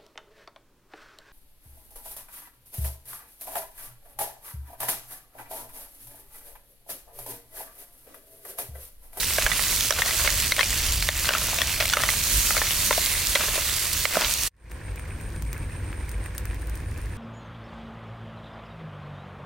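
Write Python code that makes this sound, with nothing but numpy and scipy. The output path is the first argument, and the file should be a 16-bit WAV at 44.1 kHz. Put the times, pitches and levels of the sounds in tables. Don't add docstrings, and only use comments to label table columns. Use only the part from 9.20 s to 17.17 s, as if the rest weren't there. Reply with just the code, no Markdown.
import sys
import numpy as np
from scipy import signal
from scipy.fft import rfft, irfft, next_fast_len
from scipy.io import wavfile
from scipy.ndimage import uniform_filter1d, minimum_filter1d

SR = 44100
rng = np.random.default_rng(int(sys.argv[2]) if len(sys.argv) > 2 else 0)


def to_wav(sig):
    pcm = np.clip(np.atleast_2d(sig), -1, 1) * 32767
    pcm = np.round(pcm).astype(np.int16)
    wavfile.write(sys.argv[1], SR, pcm.T)


N = 351477
T = np.arange(N) / SR

# (time [s], sizzle level [dB], steam hiss trim [dB])
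FRYING_LEVELS = [(0, -26, 1.5), (.28, -27.5, -1), (.43, -24.5, 1), (.52, -27, 1), (.68, -26.5, 0),
                 (.75, -27, -2), (1.05, -25.5, 1), (1.4, -28, -2.5), (1.6, -25.5, -3), (1.8, -28, -4.5),
                 (2.1, -27.5, -1.5), (2.2, -26.5, 0), (2.55, -28, -5), (2.76, -27, -4), (2.87, -26, -2.5),
                 (2.98, -28.5, 2), (3.17, -27, 7), (3.42, -27, 1), (3.55, -28, 3), (3.66, -27, 4),
                 (3.77, -26.5, 1), (4.1, -28, 1.5), (4.45, -27.5, 2), (4.8, -27.5, -0.5), (5.12, -26.5, 1),
                 (5.17, -30.5, 1), (5.25, -26, -1.5)]
# (frequency [Hz], gain [dB])
SIZZLE_EQ = [(150, -23.5), (400, -7.5), (600, -6), (790, -19.5), (1000, -5.5), (1500, -3.5), (2700, -0.5),
             (3400, -2), (4500, 2.5), (5150, -1), (5700, 1.5), (9000, 1.5), (10500, -0.5), (16000, -2.5)]
# (frequency [Hz], gain [dB])
STEAM_EQ = [(3000, -1.1), (12000, 0.7)]
# (time [s], peak [dB])
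FAT_SPITS = [(0.243, -12), (0.404, -9), (0.438, -5.5), (0.562, -6), (0.608, -4), (0.686, -9), (0.791, -9),
             (0.928, -8), (0.967, -10), (1.104, -4), (1.202, -6), (1.506, -6), (1.723, -7), (2.183, -4),
             (2.473, -8.5), (2.691, -6), (2.82, -8.5), (2.903, -5), (3.039, -6), (3.173, -6.5), (3.777, -7),
             (3.861, -5), (4.071, -5.5), (4.734, -8), (4.777, -8.5), (5.011, -7), (5.111, -10), (5.139, -5),
             (5.236, -5)]
# (frequency [Hz], gain [dB])
SPIT_EQ = [(300, -26), (1500, -12), (3000, 0.5), (7000, 2), (10000, -4.5), (16000, -3), (19000, -20.5)]
# (time [s], level [dB], pitch [Hz], ring length [x a free shell's],
# pan ring [dB re shell], lip ring [dB re shell], lip pitch [Hz])
SHELL_KNOCKS = [(0.184, -19.5, 1620, 0.63, 1, -6, 2280), (0.223, -23, 2580, .3, -20, -4, 3920),
                (0.2644, -14, 1650, 0.84, -9.5, -9, 2280), (0.317, -17, 2030, 1.2, -26, -26, 3700),
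                (0.3935, -22.5, 1970, 0.27, -20, -7, 2700), (0.707, -13, 1680, 0.46, -5, -1, 5820),
                (0.7242, -24, 1500, .5, -1, 4, 3900), (0.787, -23, 1480, .5, -9, -6, 2000),
                (0.82, -12, 1935, 1.3, -28, -11, 3440), (0.8595, -30.5, 1860, .6, 2.5, 6.5, 4320),
                (0.881, -27, 2000, .8, -18, -18, 3600), (0.909, -23.5, 2020, 1, -22, -18, 3600),
                (1.061, -26, 2630, .4, -2.5, -8, 3800), (1.076, -14.5, 2150, 0.69, -12, -14, 3500),
                (1.0915, -25, 1800, .7, -17.5, -8, 2800), (1.321, -12, 2110, 1.1, -16, -4, 3940),
                (1.3654, -25, 2900, .3, -21, -4.5, 4600), (1.3926, -13, 1880, 0.56, -19, -17, 3200),
                (1.4, -26, 3200, .6, -20, -3, 3900), (1.405, -24, 2000, .6, -12, -12, 3500),
                (1.4094, -12.5, 2150, .8, -18, -11, 3500), (1.4308, -18, 2450, 0.64, -14, -8, 2970),
                (1.528, -26.5, 1900, .6, -14, -10, 3000), (1.8247, -24, 2250, 0.39, -18, -0.5, 4300),
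                (1.8888, -12.5, 1950, 0.6, -8.5, -5, 3630), (2.055, -27, 2000, .3, -12, 0, 4270),
                (2.0907, -13, 1570, .45, -8, -3, 2880), (2.1066, -20, 1440, .7, -3, -13, 4500),
                (2.136, -20, 2520, 0.28, -24, -9, 3200), (2.1502, -19, 1360, 1.2, -11, -8, 2700),
                (2.3871, -23.5, 2590, .3, -8, -4, 3500), (2.4173, -20, 1920, .7, -12, 0.5, 3370),
                (2.6022, -22.5, 2320, .6, -7, -1.5, 4300), (2.6072, -21.5, 1940, 1.7, -2.5, 0, 2500),
                (2.654, -25.5, 2200, .5, -8, -3, 3600), (2.699, -25.5, 3620, .3, -22, 0, 5460),
                (2.728, -25, 1800, .4, -21.5, -2, 4500), (2.7352, -12.5, 1490, 1.9, -30, -6, 2900),
                (2.7361, -18, 3000, 0.44, -25, 0.5, 5870), (2.7698, -15, 1370, 0.51, -3.5, -5, 2040),
                (2.836, -18, 1880, .7, -15, -10.5, 2700), (2.8894, -16.5, 2000, 0.6, -14, -6, 1290),
                (3.3068, -21, 1390, 0.5, -9, -6, 2000), (3.367, -21.5, 1340, .8, -4.5, -3, 2200),
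                (3.378, -23.5, 2160, .5, -9, -1.5, 4400), (3.417, -20.5, 1810, 1.2, -7, -19, 2600),
                (3.508, -22.5, 2850, 0.28, -17, -21, 4500), (3.709, -23, 1920, .5, 4, -7, 2650),
                (3.7277, -21.5, 2120, 0.55, -15, -3, 3500), (3.7786, -28, 2250, .5, 8.5, -6, 3530),
                (4.1524, -19, 3400, 1.3, -21, -17, 4930), (4.156, -13.5, 2030, 0.97, -5.5, -6.5, 3760),
                (4.208, -26, 1450, .6, -8, -3, 2700), (4.284, -28, 1730, .5, -4, -10, 3300),
                (4.3566, -28, 1890, .5, -0.5, -12, 3600), (4.3786, -30, 2540, .5, 3.5, -14, 4200),
                (4.854, -11, 2140, 0.54, -11, -12, 2920), (4.9556, -21.5, 1370, .8, -5, -14, 2700),
                (4.9695, -25.5, 1340, .6, 11, -1, 1750), (5.0185, -24, 2750, .45, -15, -7, 1450),
                (5.0467, -26, 3160, .4, -14, 1, 3900)]
# (ratio to its pitch [x], level [dB], t60 [s])
FREE_SHELL_MODES = [(0.699, -24.5, 0.013), (.85, -26, .012), (1.001, 2.5, 0.018), (1.14, 1.5, 0.013),
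                    (1.33, -8, 0.01), (1.55, -14, 0.0083), (1.83, -5, 0.018), (2.3, -17, .01),
                    (2.8, -13, .014)]
# (ratio to the lip pitch [x], level [dB], t60 [s])
SHELL_LIP_MODES = [(.88, -8, 0.0071), (1, 1.5, 0.021), (1.1, -8.5, .01), (1.5, -4.5, 0.019)]
# (frequency [Hz], level [dB], t60 [s])
DAMPED_PAN_MODES = [(427, -20.5, 0.01), (520, -7.5, 0.012), (615, 11, 0.022), (810, -3, 0.016),
                    (975, -1, 0.027), (1370, -6, 0.017), (1620, -8.5, .014), (2320, -11, .012)]
THUD_S, THUD_MODES = 4.965, [(185, -24, 0.075), (243, -21, 0.058), (338, -29, 0.057)]
# (time [s], level [dB], pitch [Hz])
BLADE_KNOCKS = [(0.276, -30, 900), (0.299, -28, 1050), (0.3936, -28, 1110), (0.793, -24.5, 850),
                (0.9955, -28, 1100), (1.383, -25, 1160), (1.3928, -18, 1080), (2.286, -29, 1010),
                (2.332, -27, 646), (2.753, -27, 1150), (2.803, -22.5, 1250), (2.937, -30.5, 1150),
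                (3.4166, -24, 980), (3.709, -16, 990), (3.7274, -30, 1100), (5.016, -30, 950)]
# (ratio to its pitch [x], level [dB], t60 [s])
BLADE_MODES = [(.55, -5.5, .01), (1, -1, 0.014), (1.35, -1, .009), (2.1, -7.5, .006)]
# (centre [s], length [s], level [dB])
PUSHES = [(0.277, 0.21, -40.5), (0.79, 0.086, -34.5), (0.898, 0.093, -36.5), (1.062, 0.14, -37),
          (1.383, 0.008, -32), (1.404, 0.017, -30), (2.124, 0.13, -32), (2.37, 0.12, -38.5),
          (2.62, 0.037, -34), (2.812, 0.092, -32.5), (3.387, 0.093, -36.5), (4.168, 0.02, -31),
          (4.223, 0.06, -36.5), (4.356, 0.12, -40), (4.936, 0.047, -29), (5.033, 0.059, -29)]
# (frequency [Hz], gain [dB])
SCRAPE_EQ = [(150, -16.5), (380, -10.5), (520, -9), (620, 1), (780, -10), (1000, -4), (1400, -2),
             (2100, -8.5), (3000, -4.5), (6000, -16.5), (12000, -43)]
# (time [s], level [dB])
CLOSE_FLAME_LEVELS = [(0, -37), (2.0, -35), (3.7, -35), (5.27, -38)]
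# (frequency [Hz], gain [dB])
CLOSE_FLAME_EQ = [(12, -34), (24, -8), (32, -2.5), (45, -.5), (85, -3.5), (130, -12), (200, -17),
                  (300, -21.5), (450, -31), (800, -36.5), (3000, -83)]
# (time [s], level [dB])
WIDE_FLAME_LEVELS = [(5.55, -37.5), (5.9, -33), (6.2, -32), (6.8, -33.5), (7.97, -32.5)]
# (frequency [Hz], gain [dB])
WIDE_FLAME_EQ = [(12, -26), (30, -14), (42, -10.5), (54, 2.5), (64, -9.5), (76, -5), (89, -10), (98, -2),
                 (110, -15), (160, -17.5), (185, -25.5), (280, -29), (335, -24.5), (380, -35), (500, -42),
                 (1000, -45.5), (3000, -59.5)]
# (centre [s], length [s], level [dB])
WIND_PUFFS = [(0.255, 0.026, -27), (1.15, 0.21, -34), (1.725, 0.3, -27.5), (3.18, .1, -28)]
# (time [s], level [dB])
SIMMER_LEVELS = [(5.55, -52), (5.8, -51), (6.1, -52), (6.7, -50.5), (7.3, -50), (7.6, -51.5), (7.97, -51.5)]
# (frequency [Hz], gain [dB])
SIMMER_EQ = [(100, 1.5), (300, 3.5), (500, 2.5), (750, -4.5), (1000, -0.5), (1250, -6.5), (1700, -0.5),
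             (2000, -7), (2350, -3.5), (3000, -12), (5000, -20), (8000, -24), (16000, -51)]
# (time [s], crack peak [dB], woody body peak [dB])
WOOD_SNAPS = [(5.517, -20, -27), (5.7594, -21, -40), (5.7954, -24, -28.5), (6.012, -23, -41),
              (6.223, -15.5, -36), (6.33, -11.5, -28), (6.379, -22, -34), (6.729, -30, -24),
              (6.893, -17.5, -41), (6.9157, -19.5, -39), (7.0602, -21, -26), (7.15, -22.5, -35),
              (7.1808, -7.5, -44), (7.2546, -15, -26), (7.311, -32, -29), (7.345, -23, -46),
              (7.42, -26, -46), (7.4719, -23, -46), (7.4967, -20, -43), (7.5552, -19.5, -44),
              (7.7777, -24, -43), (7.816, -26, -46)]
# (frequency [Hz], gain [dB])
SNAP_EQ = [(500, -12), (3000, -4), (5000, -4.5), (7000, -1), (13000, -2), (16000, -1)]
# (frequency [Hz], gain [dB])
EMBER_EQ = [(500, 2), (2000, -9.5), (4600, 1.5), (8000, -1.5), (12000, -3), (14000, -5), (16000, -8)]
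# (time [s], pitch [Hz], level at a chirp's crest [dB])
INSECT_SONG = [(5.4, 8720, -52), (6.35, 8720, -48), (6.9, 8740, -48.5), (7.3, 8790, -49.5),
               (7.45, 8870, -52.5), (7.97, 8970, -53.5)]
# (frequency [Hz], level [dB], waver [dB])
HUM_TONES = [(53.8, -38, 2), (502, -59.5, 1), (1090, -67, 2)]


def sizzle(mist_db=-3, crackle_db=-2.5, bubbles_db=-6, pan_db=-4):
    fry_db, steam_db = curves(FRYING_LEVELS)
    mid, side = (unit(colour(colour(bursts(12000, 4.9), SIZZLE_EQ), STEAM_EQ)) for _ in range(2))
    mist = widen(mid, side, half_hz=3000, side_db=-1.2)
    crackle = colour(bursts(2200, 4.6) * place(5 * rng.standard_normal(N) - 1), SIZZLE_EQ)
    lag_s = 0.001116 * (1 + 0.034 * walk(3))
    reflection = np.array([np.interp(T - lag_s, T, channel) for channel in crackle])
    crackle = unit(crackle + .33 * reflection)
    fry = (undb(mist_db + steam_db) * mist + undb(crackle_db) * crackle) * place(pan_db)
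    wet = bubbling(2014, 6500, rate=2200, spread_db=4.5, cycles=2.0, wander_db=3, pan_db=3.0)
    wet_db = bubbles_db + fry_db.mean() + 0.22 * (fry_db - fry_db.mean())
    return shimmer(fry, depth_db=1.36) * undb(fry_db + 0.9 * walk(27.96)) + wet * undb(wet_db)


def bubbling(low_hz, high_hz, rate, spread_db, cycles, wander_db, pan_db, sizes=16):
    out, t = np.zeros((2, N)), np.arange(SR // 70) / SR
    for hz in np.geomspace(low_hz, high_hz, sizes):
        ping = np.sin(2 * np.pi * hz * t * (1 + 12 * t)) * np.exp(-t * hz / cycles) * np.sqrt(hz)
        swarm = bursts(rate / sizes, spread_db) * undb(wander_db * walk(7))
        out += signal.oaconvolve(swarm, ping)[:N] * place(pan_db + 3 * rng.standard_normal())
    return unit(out)


def spatter(trim_db=-10, rate=110, spread_db=5.5, pan_db=-6.0):
    droplets = bursts(rate, spread_db) * place(pan_db + 3 * rng.standard_normal(N))
    bright = unit(colour(droplets, [(500, -21.5), (3000, -4.5), (7000, 0.5), (16000, -1)]))
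    return bright * undb(trim_db + curves(FRYING_LEVELS)[0])


def spits(pan_db=-5, scatter_db=1.6):
    out = np.zeros((2, N))
    for s, db in FAT_SPITS:
        spit = pop(SPIT_EQ, tail_db=-14.5, tail_s=0.00067)
        add(out, s, spit * undb(db) * place(pan_db + scatter_db * rng.standard_normal()))
    return out


def knocks(crack_db=-6, crack_s=0.0014, bounce_db=-4, bounce_s=.0016, tick_db=16, tick_per_lip=0.71):
    shells, pan = np.zeros((2, N)), np.zeros((2, N))
    t = np.arange(SR // 16) / SR
    for s, db, hz, length, pan_ring_db, lip_db, lip_hz in SHELL_KNOCKS:
        contact = impact(t, tail_db=-29, tail_s=0.0088)
        bounce_cycles = np.ceil(bounce_s * hz * rng.uniform(.5, 1))
        contact[int(bounce_cycles / hz * SR)] += undb(bounce_db)
        shell_ring = signal.fftconvolve(contact, ring(shell_modes(hz, length), t))[:len(t)]
        tuning = 1 + 0.047 * rng.standard_normal()
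        pan_ring = ring(DAMPED_PAN_MODES, t, tuning) * (1 - np.exp(-t / 0.00046))
        crack = rng.standard_normal(len(t)) * np.exp(-t / crack_s)
        crack = colour(crack, [(800, -23), (3000, 0), (6000, 7), (10000, -17.5)])
        lip_ring = unit_hit(ring(SHELL_LIP_MODES, t, lip_hz)) + undb(crack_db) * unit_hit(crack)
        layers = [(shells, shell_ring, 0, .3),
                  (pan, pan_ring, pan_ring_db, 1.6),
                  (shells, lip_ring, lip_db, -1)]
        for bus, layer, trim_db, left_db in layers:
            spot = place(left_db + 6.5 * rng.standard_normal())
            add(bus, s, unit_hit(layer) * undb(db + trim_db) * spot)
        tick = pop([(500, -23), (3000, 2), (7000, -0.5), (16000, 1.5)], tail_db=-23, tail_s=0.00065)
        add(shells, s, tick * undb(db + tick_db + tick_per_lip * lip_db))
    out = low_cut(shells, hz=750) + low_cut(pan, hz=400)
    thud = ring(THUD_MODES, t) * (1 - np.exp(-t / 0.0052))
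    add(out, THUD_S, thud)
    return out


def shell_modes(hz, length, shape_spread=.09):
    stretches = 1 + shape_spread * rng.standard_normal(len(FREE_SHELL_MODES))
    return [(hz * ratio ** stretch, db, t60 * length)
            for (ratio, db, t60), stretch in zip(FREE_SHELL_MODES, stretches)]


def spatula():
    out, t = np.zeros((2, N)), np.arange(SR // 16) / SR
    for s, db, hz in BLADE_KNOCKS:
        contact = impact(t, tail_db=-25, tail_s=.005)
        wood = signal.fftconvolve(contact, ring(BLADE_MODES, t, hz))
        add(out, s, unit_hit(wood) * undb(db) * place(2 * rng.standard_normal()))
    return low_cut(out, hz=540)


def scrapes(rest_db=-48, rattle_db=-5):
    push = undb(rest_db) + swells(PUSHES)
    slips = unit(colour(bursts(450, 3.6), SCRAPE_EQ)) * undb(1.9 * walk(70))
    side = unit(colour(bursts(900, 4), SCRAPE_EQ))
    scrape = widen(slips, side, half_hz=300, side_db=-11) * place(.8)
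    return (scrape + undb(rattle_db) * rattle()) * push


def rattle(low_hz=1350, high_hz=2900, rate=180, spread_db=2.5, sizes=6):
    out, t = np.zeros((2, N)), np.arange(SR // 40) / SR
    shells = [ring(shell_modes(hz, length=0.97), t) for hz in np.geomspace(low_hz, high_hz, sizes)]
    for shell in shells:
        ticks = signal.oaconvolve(bursts(rate / sizes, spread_db), shell)[:N]
        out += ticks * place(2 * rng.standard_normal())
    return unit(out)


def flames(levels, eq, flicker_db, flicker_hz=9):
    mid, side = (unit(colour(rng.standard_normal(N), eq)) for _ in range(2))
    even = mid / np.sqrt(uniform_filter1d(mid ** 2, SR // 3))
    level_db = curves(levels)[0] + flicker_db * walk(flicker_hz)
    return widen(even, side, half_hz=100, side_db=-19) * undb(level_db)


def gusts():
    roar_eq = [(12, -38), (30, -1.5), (48, 2.5), (85, -5.5), (130, -15.5), (220, -31.5), (800, -68)]
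    return unit(colour(rng.standard_normal(N), roar_eq)) * swells(WIND_PUFFS)


def simmer(seethe_db=5, plops_db=-1):
    mid, side = (unit(colour(bursts(3500, 3.6), SIMMER_EQ)) for _ in range(2))
    seethe = widen(mid, side, half_hz=200, side_db=-6) * place(-1.1) * undb(seethe_db + walk(40))
    plops = bubbling(1440, 2440, rate=190, spread_db=4.5, cycles=4.6, wander_db=2, pan_db=-1)
    return (seethe + plops * undb(plops_db)) * undb(curves(SIMMER_LEVELS)[0])


def firewood(embers_db=-58.5, ticks_db=-61):
    embers = undb(embers_db) * unit(colour(np.array([bursts(6000, 2.7), bursts(6000, 4)]), EMBER_EQ))
    ticks = bursts(70, 5.7) * place(4 * rng.standard_normal(N))
    snaps = undb(ticks_db) * unit(colour(ticks, EMBER_EQ))
    body_eq = [(300, -22), (1700, 13.5), (2400, 12.5), (5000, -11), (12000, -40)]
    for s, crack_db, body_db in WOOD_SNAPS:
        crack = np.array([pop(SNAP_EQ, tail_db=-19.5, tail_s=0.0029) for _ in range(2)])
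        body = pop(body_eq, tail_db=-27, tail_s=0.0034)
        add(snaps, s, crack * undb(crack_db) + body * undb(body_db))
    return embers + hearth(snaps)


def hearth(x, wet_db=-9, decay_s=0.019):
    t = np.arange(SR // 16) / SR
    tail = unit(rng.standard_normal((2, len(t))) * np.exp(-t / decay_s)) / np.sqrt(len(t))
    return x + undb(wet_db) * signal.oaconvolve(x, tail, axes=1)[:, :N]


def insect(width_hz=235, waver_hz=45, chirp_hz=7.88, crest_s=6.298, stagger_s=.009, gap_db=-7):
    hz, db = curves(INSECT_SONG)
    rasp = rng.standard_normal((2, N)) + 1j * rng.standard_normal((2, N))
    rasp = signal.sosfilt(signal.butter(2, width_hz, fs=SR, output="sos"), rasp)
    carrier = np.exp(2j * np.pi * np.cumsum(hz + waver_hz * walk(25)) / SR)
    song = unit(np.real(rasp * carrier))
    gaps = np.sin(np.pi * chirp_hz * (T - crest_s + stagger_s * walk(6))) ** 4
    dip_db = gap_db * gaps * (1 + .3 * walk(8))
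    return song * undb(db + dip_db + .6 * walk(27))


def hum(drift=.0015):
    out = np.zeros(N)
    for hz, db, waver_db in HUM_TONES:
        waver = undb(waver_db * walk(7))
        phase = 2 * np.pi * np.cumsum(hz * (1 + drift * walk(4))) / SR
        out += undb(db) * unit(waver * np.sin(phase))
    return out


def shimmer(x, depth_db, bands=6, frames=9):
    spectra = signal.stft(x, nperseg=512)[2]
    patches = rng.standard_normal(spectra.shape[1:])
    for _ in range(2):
        patches = uniform_filter1d(uniform_filter1d(patches, bands, axis=0), frames, axis=1)
    return signal.istft(spectra * undb(depth_db * unit(patches)))[1][:, :N]


def off_centre(x, lag_s=.000013):
    hz = np.arange(N // 2 + 1) * SR / N
    left = irfft(rfft(x[0]) * np.exp(-2j * np.pi * hz * lag_s), N)
    return np.array([left, x[1]])


def limiter(x, ceiling_db=-12, hold_s=0.017, release_s=0.042, window=66):
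    power = np.abs(uniform_filter1d(np.mean(x ** 2, axis=0), window))
    over_db = np.maximum(10 * np.log10(power + 1e-12) - ceiling_db, 1e-9)
    cut_db = np.exp(np.maximum.accumulate(np.log(over_db) + T / release_s) - T / release_s)
    half = int(hold_s * SR / 2) + window
    held = minimum_filter1d(undb(-cut_db), 2 * half + 1, origin=half - window // 2)
    return x * uniform_filter1d(held, window)


def bursts(rate, spread_db):
    out, at = np.zeros(N), np.flatnonzero(rng.random(N) < rate / SR)
    size, sign = rng.standard_normal(N)[at], rng.choice([-1, 1], N)[at]
    out[at] = sign * undb(spread_db * np.minimum(size, 2.7))
    return unit(out)


def impact(t, tail_db, tail_s):
    return (t == 0) + undb(tail_db) * rng.standard_normal(len(t)) * np.exp(-t / tail_s)


def pop(eq, tail_db, tail_s):
    click = colour(impact(np.arange(SR // 40) / SR, tail_db, tail_s), eq)
    return click / np.abs(click).max()


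def ring(modes, t, tuning=1):
    pitch, db, t60 = np.transpose(modes)[:, :, None]
    detune, strength = rng.standard_normal((2, len(modes), 1))
    hz = tuning * pitch * (1 + .02 * detune)
    return np.sum(undb(db + 2 * strength - 60 * t / t60) * np.sin(2 * np.pi * hz * t), axis=0)


def colour(x, eq):
    n = x.shape[-1]
    size = 2 * next_fast_len(n // 2 + 1024)
    hz, db = np.transpose(eq)
    gain = undb(np.interp(np.log(np.arange(size // 2 + 1) * SR / size + 1), np.log(hz), db))
    cepstrum = irfft(np.log(gain))
    cepstrum[1:size // 2] *= 2
    cepstrum[size // 2 + 1:] = 0
    return irfft(rfft(x, size) * np.exp(rfft(cepstrum)))[..., :n]


def low_cut(x, hz):
    return signal.sosfilt(signal.butter(3, hz, "high", fs=SR, output="sos"), x)


def curves(table):
    s, *columns = np.transpose(table)
    return [np.interp(T, s, column) for column in columns]


def swells(table):
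    return sum(undb(db) * np.exp(-2 * ((T - s) / length) ** 2) for s, length, db in table)


def walk(rate):
    step = max(int(SR / rate), 2)
    return unit(uniform_filter1d(np.repeat(rng.standard_normal(N // step + 1), step), step)[:N])


def place(pan_db):
    gains = undb(np.array([np.atleast_1d(pan_db), -np.atleast_1d(pan_db)]) / 2)
    return gains / np.sqrt(np.mean(gains ** 2, axis=0))


def widen(mid, side, half_hz, side_db):
    side = undb(side_db) * signal.lfilter(*signal.butter(1, half_hz, "high", fs=SR), side)
    return np.array([mid + side, mid - side])


def add(out, s, sound):
    start = int(s * SR)
    out[:, start:start + sound.shape[-1]] += sound[..., :N - start]


def undb(db):
    return 10 ** (np.asarray(db) / 20)


def unit(x):
    return x / np.sqrt(np.mean(x ** 2) + 1e-18)


def unit_hit(x):
    return x / np.sqrt(np.mean(x[:SR // 200] ** 2))


def scene(close_end_s=5.277, wide_start_s=5.274, fade_s=0.31):
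    close = off_centre(sizzle() + spatter() + spits()) + scrapes() + knocks() + spatula() + gusts()
    close += flames(CLOSE_FLAME_LEVELS, CLOSE_FLAME_EQ, flicker_db=0.73)
    wide = simmer() + firewood() + insect() + hum()
    wide += flames(WIDE_FLAME_LEVELS, WIDE_FLAME_EQ, flicker_db=0.5)
    stop = np.exp(-np.maximum(T - close_end_s, 0) / 0.0039)
    fade_left = np.clip(1 - (T - wide_start_s) / fade_s, 0, 1)
    fade_in = (T > wide_start_s) * undb(-41 * fade_left ** 1.47)
    return close * stop + wide * fade_in


def record(dry):
    return signal.sosfilt(signal.ellip(10, .2, 80, 16000, fs=SR, output="sos"), limiter(dry))


dry = scene()
out = record(dry)
to_wav(out)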